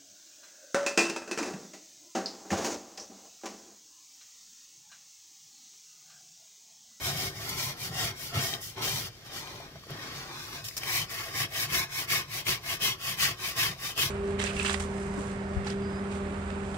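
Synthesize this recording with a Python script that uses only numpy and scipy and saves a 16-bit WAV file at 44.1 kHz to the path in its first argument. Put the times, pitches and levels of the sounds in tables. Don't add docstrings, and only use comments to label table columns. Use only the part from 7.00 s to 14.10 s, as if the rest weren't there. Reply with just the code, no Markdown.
import sys
import numpy as np
from scipy import signal
from scipy.fft import rfft, irfft
from scipy.io import wavfile
from scipy.ndimage import uniform_filter1d

SR = 44100
rng = np.random.default_rng(int(sys.argv[2]) if len(sys.argv) > 2 else 0)


def store_pcm(level_fs):
    pcm = np.round(np.clip(level_fs, -1, 1) * 32767).astype(np.int16)
    wavfile.write(sys.argv[1], SR, np.atleast_2d(pcm).T)


def invert_db(level):
    return 10 ** (np.asarray(level, dtype=float) / 20)


N = 313110
HZ = np.maximum(np.fft.rfftfreq(N, 1 / SR), 1)


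# (fastest moment [s], speed-up [s], slow-down [s], speed [dB], weight [dB])
FIRST_STROKES = [(.064, .13, .168, -38, 4.5), (.238, .31, .15, -39.5, 3), (.494, .02, .046, -38, -7),
                 (.506, .396, .21, -45.4, 0), (.635, .21, .204, -38.5, 2), (.69, .06, 0.043, -49, 0),
                 (.85, .16, .12, -42, -2.5), (1.032, .22, .17, -38.1, 4.5), (1.095, 0.054, 0.045, -48, 2.5),
                 (1.234, .15, .19, -43, -6), (1.362, .067, 0.16, -42.5, 9.5), (1.441, .13, .27, -38.2, 2),
                 (1.545, 0.033, 0.038, -50, 2.5), (1.627, 0.051, .23, -43, -13),
                 (1.785, 0.046, 0.23, -54.5, 6), (1.839, 0.06, .33, -37.5, 3), (1.99, .3, .16, -40.5, -3.5),
                 (2.065, .12, 0.062, -46.5, -5.5)]
# (fastest moment [s], speed-up [s], slow-down [s], speed [dB], weight [dB])
RUSTLES = [(2.268, 0.05, 0.073, -53.0, -4), (2.371, 0.12, 0.15, -43.5, 0), (2.472, 0.438, 0.464, -55.5, 6),
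           (2.912, 0.061, 0.12, -56.5, 7), (3.048, 0.28, 0.32, -52, 7.6), (3.159, 0.1, 0.3, -49.5, 7),
           (3.386, 0.296, 0.43, -52.5, 5), (3.407, 0.098, 0.7, -50.5, -12), (3.554, 0.12, 0.14, -49.5, 5.5),
           (3.649, 0.02, 0.1, -39, -13), (3.686, 0.011, 0.015, -36, -4.8),
           (3.704, 0.047, 0.387, -50.5, -10.5), (3.822, 0.083, 0.142, -52, 3.5)]
# (fastest moment [s], speed-up [s], slow-down [s], speed [dB], weight [dB])
LATER_STROKES = [(3.964, 0.25, 0.17, -36, 1), (4.121, 0.068, 0.51, -45, -5.0), (4.2, 0.04, 0.36, -57, -4.4),
                 (4.408, 0.15, 0.11, -37.5, 2), (4.628, 0.22, 0.09, -36.8, -0.8),
                 (4.763, 0.14, 0.17, -34, 2.5), (4.997, 0.18, 0.12, -39, -3), (5.13, 0.095, 0.18, -33.5, 3),
                 (5.373, 0.16, 0.11, -40.6, -3.1), (5.494, 0.074, 0.15, -34.6, 2.5),
                 (5.721, 0.17, 0.111, -39.5, -2), (5.848, 0.086, 0.174, -33.5, 2.6),
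                 (6.093, 0.18, 0.14, -39, -3), (6.22, 0.085, 0.204, -33.5, 4),
                 (6.476, 0.18, 0.13, -40, -3.2), (6.605, 0.098, 0.23, -34, 3.5),
                 (6.867, 0.16, 0.14, -41.5, -3.5), (7.01, 0.09, 0.177, -33.5, 1.5)]
USUAL_SPEED_DB = -40


def answer(loudness, response):
    by_speed, by_weight, rising, falling, lag_s = response
    humps = []
    for strokes, db in zip([FIRST_STROKES, RUSTLES, LATER_STROKES], loudness):
        s, rise_s, fall_s, speed_db, weight_db = np.transpose(strokes)
        top_db = db + by_speed * (speed_db - USUAL_SPEED_DB) + by_weight * weight_db
        humps.append(np.c_[invert_db(top_db)] ** 2 * swell(s + lag_s, rise_s, fall_s, rising, falling))
    return np.vstack(humps)


def bristles(per_s, spread_db, clump_db):
    let_go = rng.random((3, N)) < per_s * invert_db(clump_db * drift(60)) / SR
    strength_db = spread_db * np.minimum(rng.exponential(1, (3, N)), 4)
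    snaps = let_go * invert_db(strength_db) * rng.choice([-1, 1], (3, N))
    return ports(*(rms_one(snaps) + 0.87 * rng.standard_normal((3, N))))


def folds(x, scatter_db, t60_s, count):
    t, out = np.arange(2000) / SR, x
    middle = rfft(x) * band(586, 8600)
    for _ in range(count):
        echoes = rng.standard_normal(len(t)) * invert_db(-60 * t / t60_s) * (t > .0004)
        echoes = echoes / np.sqrt(np.sum(echoes ** 2))
        out = out + invert_db(scatter_db) * drift(4.4) * irfft(middle * rfft(echoes, N), N)
    return out


# (time [s], pitch [Hz])
RASP = [(0, 2700), (.47, 2130), (.62, 2700), (.92, 2220), (1.42, 2800), (1.9, 2760), (3.0, 2200),
        (3.5, 2520), (3.86, 1930), (4.04, 2570), (4.12, 2140), (5.1, 2080), (5.5, 2570), (5.7, 2250),
        (5.88, 2770), (6.12, 2231), (6.88, 2400), (6.97, 2940)]


def sink(x, modes, ring_db, wander_db):
    rasp_hz, = in_time(RASP)
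    rings = 0
    for k, (hz, width, db) in enumerate(modes):
        near_rasp = np.exp(-(np.log2(hz / rasp_hz) / 0.4) ** 2)
        drive_db = 8.7 * near_rasp + wander_db * drift(9.6)
        rings = rings + (-1) ** k * invert_db(db + drive_db) * resonance(x, hz, width)
    return x + invert_db(ring_db) * rings


# (frequency [Hz], level per Hz [dB])
FRICTION = [(200, 3.5), (300, 0.5), (500, -4), (1100, -3.5), (1500, -6.5), (2200, -3), (3300, 2.5),
            (5700, 6), (7000, -3.5), (9000, 3), (16000, 1.5)]
# (frequency [Hz], width [Hz], level [dB])
SINK_BEFORE = [(388.4, 9.2, 4), (711, 45, 6.5), (1050, 47, -7), (1349, 18, 4.5), (1850, 140, -2),
               (2189, 34, 6.5), (2422, 34, -6.5), (2750, 39, -2), (3165, 67, -9), (5300, 40, 2),
               (7420, 260, -15.5)]
# (frequency [Hz], width [Hz], level [dB])
SINK_AFTER = [(366, 92, -1), (677, 85, 7.5), (1100, 114, 6.5), (1324, 8.1, -18), (1726, 200, -2),
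              (2209, 77, 2.5), (2525, 68, -3), (3140, 310, 0), (3810, 140, -13.5), (3850, 66, 1),
              (4960, 95, -10), (5450, 76, 3), (7240, 140, -9)]
# (time [s], share [0-1])
HANDLING = [(0, 0.34), (2.15, 0.28), (2.3, 0.53), (3.55, 0.64), (3.8, 0.13), (7.1, 0.39)]
TURNED_S, TURNING_S = 3.24, 0.64


def scrubbing(tips_db, hiss_db, rasp_db, cloth_db):
    rub = shaped(bristles(per_s=6000., spread_db=4.5, clump_db=1.5), invert_db(at_hz(FRICTION)))
    rub = folds(rub, scatter_db=-6.0, t60_s=0.041, count=3)

    turned = np.clip((np.arange(N) / SR - TURNED_S) / TURNING_S + .5, 0, 1)
    before = rms_one(sink(rub, SINK_BEFORE, ring_db=7.5, wander_db=2.1))
    after = rms_one(sink(rub, SINK_AFTER, ring_db=8.0, wander_db=2.0))
    ringing = (1 - turned) * before + turned * after
    lifted = np.clip(*in_time(HANDLING), 0, 1)
    rub = rfft((1 - lifted) * ringing + lifted * rms_one(rub))

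    layers = [(tips_db, 6500, 30000, .8),     # (level, low Hz, high Hz, flutter dB)
              (hiss_db, 3400, 6500, 1.1),
              (rasp_db, 1500, 3400, 1.5),
              (cloth_db, 250, 1500, 1.9)]
    catch = drift(23.0)
    out = 0
    for level_db, low_hz, high_hz, flutter_db in layers:
        part = evened(irfft(rub * band(low_hz, high_hz), N), span_s=.05)
        flutter = 0.33 * catch + 0.78 * drift(22.4)
        out = out + part * invert_db(level_db + flutter_db * flutter)
    return out


# (time [s], peak [dB], pitch [Hz], 60 dB decay [s], ring share [0-1])
KNOCKS = [(1.049, -33, 2120, 0.013, 0.7), (1.538, -20.5, 3800, 0.022, 0.87), (2.377, -38, 3200, .02, .5),
          (2.602, -34, 680, 0.051, 0.78), (2.757, -39, 646, 0.05, 0.96), (2.836, -40.5, 1140, 0.042, 0.7),
          (2.869, -38, 450, .02, 0.5), (2.906, -28.5, 386, 0.032, 0.46), (3.642, -32, 4050, .03, 0.6),
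          (3.689, -37, 5350, .015, 0.05), (3.711, -33, 2000, 0.017, 0.5), (3.767, -23, 5390, 0.11, 0.33),
          (3.778, -20.5, 5630, 0.053, 0.47), (3.834, -21.5, 2360, 0.019, 0.55),
          (5.468, -21, 2290, 0.05, 0.64), (6.977, -20, 2960, .04, 0.3), (2.474, -29, 3000, .008, 0.6),
          (2.55, -34, 500, .02, 0.6)]


def knocks():
    out, t = np.zeros((3, N)), np.arange(3000) / SR
    cracks = rng.standard_normal((len(KNOCKS), 3, len(t)))
    for (s, db, hz, t60, share), crack in zip(KNOCKS, cracks):
        at = round(s * SR)
        fade = invert_db(-60 * t / max(t60, .003))
        ping = np.sin(2 * np.pi * hz * t) * invert_db(-hz * t * 0.58)
        ring = ping + .5 * rms_one(resonance(crack, hz, 0.33 * hz))
        knock = invert_db(db) * (share * ring + .5 * (1 - share) * crack) * fade
        out[:, at:at + len(t)] += knock[:, :N - at]
    return ports(*out)


# (first strokes [dB], rustles [dB], later strokes [dB], brush at rest [dB])
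LOUDNESS = [
    (-40.5, -44, -39.5, -80),
    (-42, -44, -42, -61),
    (-45, -47.5, -38.5, -66),
    (-45.5, -54.5, -43.5, -80),
    (-46, -54.5, -46, -60.5),
]
# (share of speed [dB/dB], share of weight [dB/dB], sharpness rising [power], sharpness falling [power], lag [s])
RESPONSE = [
    (1.08, .01, 5.56, 6.04, .0003),
    (0.76, 0.3, 4.8, 4.6, .0023),
    (.66, .61, 4.56, 4.43, 0.00087),
    (-0.0086, 1.03, 2.75, 2.4, 0.0024),
    (0.22, .74, 2.4, 2.4, 0.0068),
]
# (time [s], boom level [dB])
LEANS = [(.075, -39), (.145, -36), (.26, -40.5), (.381, -42), (.546, -40), (.673, -42), (.831, -44),
         (.919, -38), (1.058, -36), (1.371, -28.9), (1.68, -51), (1.947, -37.5), (2.047, -43.5),
         (2.549, -47.5), (2.757, -48), (2.926, -41.5), (3.185, -46.5), (3.639, -45), (4.017, -41.5),
         (4.41, -38), (4.658, -43), (4.725, -39.3), (4.8, -45), (5.3, -48), (5.496, -39), (5.9, -51),
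         (6.099, -42.5), (6.312, -43), (6.678, -37.4), (7.056, -37.5)]
LEAN_RISE_S, LEAN_FALL_S, LEAN_SHARPNESS = 0.1, .193, 15.3


def leaning():
    s, db = np.transpose(LEANS)
    humps = swell(s, LEAN_RISE_S + 0 * s, LEAN_FALL_S + 0 * s, LEAN_SHARPNESS, LEAN_SHARPNESS)
    leans = np.c_[invert_db(db)] ** 2 * humps
    return to_level(np.vstack([answer(LOUDNESS[-1], RESPONSE[-1]), leans]), LOUDNESS[-1][-1])


# (frequency [Hz], width [Hz], level [dB])
BASIN = [(45.5, 24, -13), (67, 33, -10.5), (109.7, 11, 3.5), (137.1, 10.9, 2.5), (158.3, 33.4, -6),
         (203, 31, -15.5)]
# (time [s], level [dB])
THUMPS = [
    (1.353, -30),
    (2.739, -48),
    (2.907, -24),
    (5.292, -39),
]


def basin(boom_db):
    pushes = rng.standard_normal(N) * invert_db(1.0 * drift(18.4))
    drops = np.zeros(N)
    drops[[round(s * SR) for s, db in THUMPS]] = invert_db(np.array(THUMPS)[:, 1] + 41.5)
    plate = 0
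    for k, (hz, width, db) in enumerate(BASIN):
        broad = resonance(np.array([pushes, drops]), hz, 3 * width)
        plate = plate + (-1) ** k * invert_db(db) * resonance(broad, hz, width)
    shaken, struck = plate
    sway = rms_one(shaped(rng.standard_normal(N), band(40, 350)))
    sway = invert_db(-22) * sway * [[1], [-1]]
    return invert_db(boom_db) * (evened(shaken, span_s=0.062) + sway) + struck


# (frequency [Hz], share [0-1])
SHARED = [(100, 1), (300, 0.91), (700, 0.83), (1500, 0.57), (3000, 0.55), (6000, 0.23), (10000, 0.1),
          (16000, 0.082)]
# (frequency [Hz], left minus right [dB])
TILT = [(60, 4.5), (110, -3.5), (200, -1.5), (380, 1.0), (700, 1.5), (1290, -2), (2380, 3.5), (4400, 0.5),
        (8120, 3), (15000, -0.5)]
# (delay [ms], left level [dB], right level [dB])
WALLS = [(.9, -31, -36), (1.7, -46.5, -18), (2.6, -7.5, -33), (3.9, -9, -11.5)]
RIGHT_LAG_S = .00012


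def ports(near, own_left, own_right):
    left, right = 1, 1
    for ms, left_db, right_db in WALLS:
        bounce = np.exp(-2j * np.pi * HZ * ms / 1000) * band(1050, 30000)
        left = left + invert_db(left_db) * bounce
        right = right - invert_db(right_db) * bounce
    right = right * np.exp(-2j * np.pi * HZ * RIGHT_LAG_S)
    share, tilt = np.clip(at_hz(SHARED), 0, 1), invert_db(at_hz(TILT) / 2)
    alike, apart = np.sqrt(share), np.sqrt(1 - share)
    return np.array([shaped(near, alike * left * tilt) + shaped(own_left, apart * tilt),
                     shaped(near, alike * right / tilt) + shaped(own_right, apart / tilt)])


KITCHEN_T60_S, KITCHEN_DB = 0.14, -11


def kitchen(x):
    t = np.arange(N) / SR
    tail = rng.standard_normal((2, N)) * invert_db(-60 * t / KITCHEN_T60_S) * (t > .008)
    tail = tail / np.sqrt(np.sum(tail[0] ** 2))
    return shaped(x.mean(axis=0), rfft(tail) * band(200, 4800))


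# (frequency [Hz], level per Hz [dB])
ROOM_TONE = [(18, -43), (30, -4.5), (130, -1.5), (243, -14.5), (389, -9.5), (767, -16), (945, -27),
             (1050, -16), (5310, -26), (15500, -29.5)]
ROOM_TONE_DB = -53.5


def room_tone():
    hush = shaped(ports(*rng.standard_normal((3, N))), invert_db(at_hz(ROOM_TONE)))
    return invert_db(ROOM_TONE_DB) * rms_one(hush)


def rms_one(x):
    return x / np.sqrt(np.mean(x ** 2) + 1e-20)


def at_hz(points):
    hz, value = np.transpose(points)
    return np.interp(np.log(HZ), np.log(hz), value)


def in_time(rows):
    s, *columns = np.transpose(rows)
    return [np.interp(np.arange(N) / SR, s, c) for c in columns]


def shaped(x, response):
    return irfft(rfft(x) * response, N)


def band(low_hz, high_hz):
    return 1 / np.sqrt((1 + (low_hz / HZ) ** 12) * (1 + (HZ / high_hz) ** 12))


def resonance(x, hz, width_hz):
    r = np.exp(-np.pi * max(width_hz, 5) / SR)
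    poles = [1, -2 * r * np.cos(2 * np.pi * hz / SR), r * r]
    return signal.lfilter([(1 - r * r) / 2, 0, (r * r - 1) / 2], poles, x)


def drift(rate):
    r = np.exp(-80 * np.pi * rate / SR)
    slow = signal.lfilter([1], [1, -2 * r, r * r], rng.standard_normal(N // 40 + 2002))[2000:]
    return np.interp(np.arange(N) / 40, np.arange(len(slow)), rms_one(slow))


def evened(x, span_s):
    power = np.atleast_2d(x).mean(axis=0) ** 2
    size = max(int(span_s * SR), 8)
    return x / np.sqrt(uniform_filter1d(uniform_filter1d(power, size), size) + 1e-12)


def swell(peak_s, rise_s, fall_s, rising, falling):
    since = np.arange(N * 1000 // SR + 2) / 1000 - np.c_[peak_s]
    climb = -since / np.c_[np.maximum(rise_s, .005)]
    decline = since / np.c_[np.maximum(fall_s, .005)]
    reach = np.where(since < 0, climb, decline)
    return np.cos(np.pi / 2 * np.minimum(reach, 1)) ** (2 * np.where(since < 0, rising, falling))


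def to_level(power, resting_db):
    total = power.sum(axis=0) + invert_db(resting_db) ** 2
    return np.interp(np.arange(N) / SR, np.arange(len(total)) / 1000, 10 * np.log10(total))


def scene():
    levels = [to_level(answer(db, response), db[-1]) for db, response in zip(LOUDNESS[:-1], RESPONSE)]
    close = scrubbing(*levels) + knocks()
    return close + invert_db(KITCHEN_DB) * kitchen(close) + basin(leaning()) + room_tone()


def low_pass(x):
    return signal.sosfilt(signal.butter(12, 16800, fs=SR, output="sos"), x)


# (frequency [Hz], level [dB])
MICROPHONE = [(6000, -1), (7700, 1), (8100, -5.5), (9500, -1), (10400, -0.5), (11000, -2), (11700, 2.5),
              (16000, 0.5)]
CUTOFF_HZ = 15780


def record(dry):
    top_cut = np.exp(-(HZ / CUTOFF_HZ) ** 300)
    mix = shaped(dry, invert_db(at_hz(MICROPHONE)) * top_cut)
    return low_pass(mix)


dry = scene()
out = record(dry)
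store_pcm(out)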